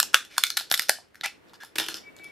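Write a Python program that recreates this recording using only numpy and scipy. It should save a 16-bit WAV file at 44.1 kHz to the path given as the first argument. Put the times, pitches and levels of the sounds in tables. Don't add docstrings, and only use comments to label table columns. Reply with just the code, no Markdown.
import sys
import numpy as np
from scipy import signal
from scipy.fft import rfft, irfft, next_fast_len
from scipy.io import wavfile
from scipy.ndimage import map_coordinates

SR = 44100
rng = np.random.default_rng(int(sys.argv[2]) if len(sys.argv) > 2 else 0)


def unload_wav(signal):
    wavfile.write(
        sys.argv[1],
        SR,
        np.round(np.clip(np.atleast_2d(signal).T, -1, 1) * 32767).astype(np.int16),
    )


def gain_from_decibels(decibels):
    exponent = np.asarray(decibels, float) / 20
    return 10 ** exponent


N = 102223

# freq_hz, density_db [dB per Hz]
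AIR_MID = [(15, -42), (25, -21), (78, -8), (114, -10.5), (195, -17.5), (863, -19), (1840, -19),
           (11600, -39), (16000, -57)]
# freq_hz, density_db [dB per Hz]
AIR_SIDE = [(15, -31), (30, -12.5), (80, -18), (300, -15), (900, -36.5), (2500, -26), (11000, -43.5),
            (16000, -62)]
# start_s, level_db
HAND_MOVES = [
    (0, -53),
    (.3, -62.5),
    (.9, -62.5),
    (1.1, -67.5),
    (1.5, -59.5),
    (1.72, -62.5),
    (1.9, -55.5),
    (2.32, -58),
]
# freq_hz, density_db [dB per Hz]
RUSTLE = [(100, -10.5), (200, -5.5), (330, -1.5), (500, -5), (900, -12.5), (2000, -13.5), (6000, -33.5)]
# freq_hz, t60_s
ROOM_DECAY = [(200, 0.16), (1000, 0.18), (3000, 0.25), (8000, 0.23), (14000, 0.14)]
# freq_hz, side_over_mid_db
ROOM_WIDTH = [(300, 0.5), (1500, -19), (4000, -9.5), (12000, -0.5)]
# delay_s, level_db
ECHOES = [(.0075, -19.5), (0.013, -21)]
# freq_hz, width_hz, level_db
TABLE_MODES = [(122.6, 41, -8.5), (230, 63, -7.5), (330, 15, 11), (439, 18, 3), (587, 36, 0),
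               (769, 50, -5.5)]
# start_s, level_db
KNOCKS = [
    (1.756, -34.5),
    (1.785, -30),
    (1.799, -32.5),
    (1.815, -36),
    (1.864, -44.5),
    (1.885, -38.5),
    (1.942, -40.5),
    (2.196, -43.5),
]
# start_s, level_db
JOLTS = [
    (.381, -36.5),
    (.437, -45),
    (.609, -46.5),
    (.714, -26),
    (.795, -33.5),
    (.894, -27),
    (1.212, -38),
    (1.26, -39),
]
# start_s, level_db, pitch_hz
SQUEAK = [(2.03, -60, 2230), (2.058, -54.5, 2289), (2.086, -46, 2289), (2.106, -56.5, 2270),
          (2.128, -68, 2200), (2.152, -58.5, 2272), (2.196, -64, 2260), (2.214, -52, 2284),
          (2.264, -46, 2294), (2.302, -54, 2285), (2.318, -66, 2240)]
# freq_hz, level_db
SQUEAK_PARTNERS = [(2650, -18), (3620, -23), (1913, -19)]
# freq_hz, width_hz, level_db
PART_MODES = [(800, 120, -20), (1407, 150, -4), (1706, 130, -6), (2490, 100, -17.5), (2930, 200, -10.5),
              (3525, 130, -3.5), (4297, 150, -6), (5350, 450, -7), (7200, 300, -20), (11000, 1500, -18),
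              (12070, 1500, -15)]
# freq_hz, level_db
CRACKLE = [(60, -61.5), (500, -26), (1500, -16), (4000, -7.5), (8000, -11), (12500, -12), (15000, -19.5)]
# start_s, peak_db, crackle_db, mode_hz, stroke_ms
SCRAPES = [(.300, -39, 1, 2383, 70), (1.2345, -18.5, -6, 1950, 15), (1.250, -16, -8, 2203, 14),
           (1.2345, -27, -11, 813, 33), (1.238, -25.5, -8, 2600, 46), (1.245, -29.5, -2, 4500, 45),
           (1.470, -51.5, 2, 4500, 42), (1.535, -40, 1, 4840, 29), (1.602, -32.5, -10, 1650, 38),
           (1.803, -22, -1, 3080, 62), (1.790, -31, -3, 910, 53), (1.890, -30, 6, 3000, 45),
           (1.888, -32.5, 2, 1350, 107), (2.210, -46.5, -1.5, 3400, 126)]
# start_s, peak_db, crackle_db, mode_hz, second_mode_hz
DROPS = [
    (1.7562, -20, 0.5, 3520, 833),
    (1.759, -21, -6, 2350, 1586),
    (1.783, -11.5, -2.5, 2700, 1730),
    (1.785, -13, -4.5, 3750, 900),
    (1.7978, -10.5, -7.5, 3520, 4800),
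    (1.800, -18, -10.5, 1805, 800),
    (1.8843, -17, -4.5, 3070, 4690),
    (1.886, -21.5, -8.5, 1648, 1000),
    (1.9425, -17.5, -11.5, 5120, 3050),
]
# start_s, peak_db, crackle_db, mode_hz
TICKS = [(.131, -35, 1.5, 1572), (.249, -33.5, -2.5, 3030), (.325, -44, -11, 2380),
         (.366, -30.5, -10, 1700), (.467, -18.5, 6, 4300), (.5875, -24, -3, 3604), (.5915, -19.5, 0, 3810),
         (.5975, -19, -5, 3990), (.7005, -29, -2, 5270), (.723, -8.5, -7.5, 11470),
         (.7245, -19, -3.5, 1690), (.751, -21.5, -8.5, 3600), (.776, -14, -1, 4200), (.8195, -21, 10, 4300),
         (.827, -25.5, 14.5, 10030), (.885, -25, 1, 5350), (.986, -38, -15, 752), (1.145, -39.5, -14, 1640),
         (1.155, -35.5, -11, 1743), (1.495, -46.5, -11, 3780), (1.534, -37, -12, 944),
         (1.634, -30.5, -7, 880), (1.648, -34.5, 10, 10300), (1.863, -24.5, -5.5, 3060),
         (1.900, -27, 0, 4990), (1.909, -32, -8, 1510), (1.958, -31, -3, 4470), (1.969, -27.5, -3, 5100),
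         (2.165, -40, 1, 6950), (2.181, -47.5, 3, 6500), (2.313, -43.5, -3, 5140),
         (2.188, -41, -15.5, 3800), (2.196, -44, -12, 1700), (2.243, -34.5, 0, 10600),
         (.1438, -19, -20, 600), (2.236, -44, 4, 12500), (.2505, -40, 8, 9000)]
# start_s, peak_db, crackle_db, mode_hz, second_mode_hz
SNAPS = [(.0005, 0, 2, 1406, 3480), (.0285, -9, 5, 3258, 1020), (.1436, -1.5, 1.5, 5300, 7510),
         (.1436, 4.5, -16, 1470, 2993), (.1472, -11, -18, 2993, 1392), (.3803, -3, -1.5, 1500, 1050),
         (.437, -1, -5, 3500, 2250), (.5025, -12.5, -4.5, 4300, 5350), (.5698, -8.5, 3.5, 1490, 5600),
         (.5726, -7, 0, 3850, 3600), (.5762, -13, 0, 1450, 2300), (.609, -23.5, -1, 800, 1460),
         (.7135, -4, 1, 3510, 4760), (.7145, -14.5, -15, 790, 1750), (.7405, -6, -4, 1940, 3650),
         (.744, -7.5, -0.5, 3500, 1720), (.7945, -5.5, -1.5, 1910, 4700), (.894, 1, -2, 1710, 713),
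         (1.2105, -20.5, -16.5, 3860, 1750), (1.2598, -16, -2, 2335, 4420),
         (1.2605, -21.5, -11.5, 5200, 2800)]

SPAN = 2 ** 14
F = np.fft.rfftfreq(SPAN, 1 / SR)
LEAD_S = 0.008
CONTACT_T = np.arange(SR // 9) / SR - LEAD_S
BURST_S = 0.0018
SECOND_DB = -4


def unit(x):
    return x / np.sqrt(np.mean(x ** 2) + 1e-20)


def along(points, hz):
    f, v = np.transpose(points)
    return np.interp(np.log(hz + 1), np.log(f + 1), v)


def wobble(rate):
    knots = rng.standard_normal(int(N * rate / SR) + 4)
    return map_coordinates(knots, [np.arange(N) * rate / SR])


def noise(points):
    m = next_fast_len(N)
    white = rfft(rng.standard_normal(m))
    return unit(irfft(white * gain_from_decibels(along(points, np.fft.rfftfreq(m, 1 / SR))), m)[:N])


def resonance(hz, width):
    return 1j * F * width / (hz * hz - F * F + 1j * F * width)


def steep_resonance(hz, width):
    return resonance(hz, width) * resonance(hz, 2 * width)


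def delayed(s):
    return np.exp(-2j * np.pi * F * s)


def add(out, s, x):
    i = round(s * SR)
    out[:, i:i + x.shape[1]] += x


def room_tail():
    chance = rng.standard_normal((2, 2, 129, 88))
    hz, t = np.fft.rfftfreq(256, 1 / SR), np.arange(88) * 128 / SR
    decay = gain_from_decibels(-60 * t / along(ROOM_DECAY, hz)[:, None])
    tail = signal.istft((chance[0] + 1j * chance[1]) * decay, SR, nperseg=256)[1]
    t = np.arange(tail.shape[1]) / SR
    delay_s, rise_s = 0.0013, 0.0025
    tail = tail * (1 - np.exp(-np.maximum(t - delay_s, 0) / rise_s))
    return rfft(gain_from_decibels(-12.5) * tail / np.linalg.norm(tail[0]), SPAN) * [F * 0 + 1, gain_from_decibels(along(ROOM_WIDTH, F))]


def in_room(near, far):
    echoes = [gain_from_decibels(db) * delayed(s) for s, db in ECHOES]
    side = gain_from_decibels(-6.5) * delayed(0.00045)
    side = side + sum((-1) ** k * echo for k, echo in enumerate(echoes))
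    direct = np.array([1 + sum(echoes), gain_from_decibels(along(ROOM_WIDTH, F)) * side])
    return irfft(near * direct + far * room_tail(), SPAN)


def room_floor():
    air = gain_from_decibels(-69) * np.array([noise(AIR_MID), gain_from_decibels(-9.5) * noise(AIR_SIDE)])
    level_db = np.interp(np.arange(N) / SR, *np.transpose(HAND_MOVES)) + 0.83 * wobble(25)
    hands = gain_from_decibels(level_db) * np.array([noise(RUSTLE), gain_from_decibels(1) * noise(RUSTLE)])
    return air + hands


def thumps(rows, modes, side):
    out = np.zeros((2, N + SPAN))
    ring = sum((-1) ** k * gain_from_decibels(db) * resonance(hz, width) for k, (hz, width, db) in enumerate(modes))
    ring = ring * resonance(260, 1500)
    ring = ring / np.abs(irfft(ring, SPAN)).max()
    for s, db in rows:
        x = gain_from_decibels(db) * in_room(ring, ring)
        add(out, s, x + [0 * x[0], side * x[0]])
    return out[:, :N]


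def squeak_tone(hz, db):
    level = gain_from_decibels(db + 4 * wobble(60))
    drifting_hz = hz + 16.2 * wobble(40)
    return level * np.sin(2 * np.pi * np.cumsum(drifting_hz) / SR)


def squeak():
    t, (s, level_db, pitch_hz) = np.arange(N) / SR, np.transpose(SQUEAK)
    fade = np.clip((t - s[0]) / 0.0084, 0, 1) * gain_from_decibels(np.interp(t, s, level_db))
    tones = squeak_tone(np.interp(t, s, pitch_hz), 0)
    tones = tones + sum(squeak_tone(hz, db) for hz, db in SQUEAK_PARTNERS)
    x = np.sqrt(2) * fade * tones
    return np.array([x, 0.19 * x])


def part_body(own, crackle_db, burst_s, focus_hz):
    scatter = rng.standard_normal(len(PART_MODES))
    late = LEAD_S + rng.random(len(PART_MODES) + 2) * burst_s / 2
    struck = rung = 0
    for k, hz in enumerate(own):
        kick = gain_from_decibels(SECOND_DB * k) * delayed(late[k])
        struck = struck + kick * steep_resonance(hz, focus_hz * np.sqrt(hz / 1500))
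        rung = rung + gain_from_decibels(-13) * kick * resonance(hz, 60.3)
    for (hz, width, db), chance, delay in zip(PART_MODES, scatter, late[2:]):
        if min(abs(hz - favoured) for favoured in own) > width:
            level = gain_from_decibels(db + crackle_db + 1 + 2.5 * chance)
            rung = rung + level * steep_resonance(hz, width) * delayed(delay)
    return struck, rung, gain_from_decibels(crackle_db) * gain_from_decibels(along(CRACKLE, F))


def burst_of(grain, shape):
    return rfft(grain * shape / np.linalg.norm(grain * shape), SPAN)


def place(out, s, peak_db, near, far):
    gain = gain_from_decibels(peak_db) / np.abs(irfft(near, SPAN)).max()
    add(out, s, gain * in_room(near, far))


def without_lead(out):
    return out[:, round(LEAD_S * SR):][:, :N]


def rubs(rows):
    out, t = np.zeros((2, N + 2 * SPAN)), CONTACT_T
    for s, peak_db, crackle_db, mode_hz, stroke_ms in rows:
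        grain, grit = rng.standard_normal(len(t)), rng.exponential(size=len(t) // 32 + 1)
        struck, rung, crackle = part_body([mode_hz], crackle_db, BURST_S, focus_hz=420 * 0.52)
        u = np.maximum(t, 0) / (stroke_ms / 1000)
        stroke = u ** 0.25 * np.exp(-u ** 6) * gain_from_decibels(2.5 * np.repeat(grit, 32)[:len(t)])
        rub = burst_of(grain, stroke) * (np.abs(struck + rung) + crackle)
        rub = rub / (1 + (F / 5970) ** 2) / (1 + (200 / (F + 1)) ** 2)
        place(out, s, peak_db, rub, rub)
    return without_lead(out)


def cracks(rows, burst_s=BURST_S, wet_db=0, creak_db=-24.5):
    out, t, creak_s = np.zeros((2, N + 2 * SPAN)), CONTACT_T, 0.0033
    swell = (t < 0) * np.exp(t * (t < 0) / creak_s) / np.sqrt(creak_s * SR / 2)
    u = np.maximum(t, 0) / burst_s
    for s, peak_db, crackle_db, *own in rows:
        grain = rng.standard_normal(len(t))
        struck, rung, crackle = part_body(own, crackle_db, burst_s, focus_hz=420)
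        burst = burst_of(grain, np.sqrt(u) * np.exp(-u ** 2))
        body = struck + rung
        creak = gain_from_decibels(creak_db) * rfft(grain * swell, SPAN) * (np.abs(body) + crackle)
        near = body + burst * crackle + creak
        far = np.abs(gain_from_decibels(-3.5) * struck + rung) + crackle
        far = far * np.abs(burst) ** 0.79 * delayed(LEAD_S)
        place(out, s, peak_db, near, gain_from_decibels(wet_db) * far)
    return without_lead(out)


def scene():
    low = thumps(KNOCKS, TABLE_MODES, side=0.067) + thumps(JOLTS, [(257, 450, 0)], side=-0.4)
    piece = rubs(SCRAPES) + cracks(DROPS, burst_s=0.003, wet_db=8, creak_db=-50.5)
    ticks = cracks(TICKS, burst_s=0.00202, wet_db=7)
    mid, side = room_floor() + squeak() + low + piece + ticks + cracks(SNAPS)
    return np.array([mid + side, mid - side])


def top_cut(x):
    return signal.sosfilt(signal.butter(12, 16200, fs=SR, output="sos"), x)


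def record(dry):
    x = signal.lfilter(*signal.butter(6, 14600, fs=SR), dry)
    top, knee = 0.99, 12
    x = x / (1 + np.abs(x / top) ** knee) ** (1 / knee)
    x = signal.lfilter(*signal.butter(2, 44.96, "high", fs=SR), x)
    return top_cut(x)


dry = scene()
out = record(dry)
unload_wav(out)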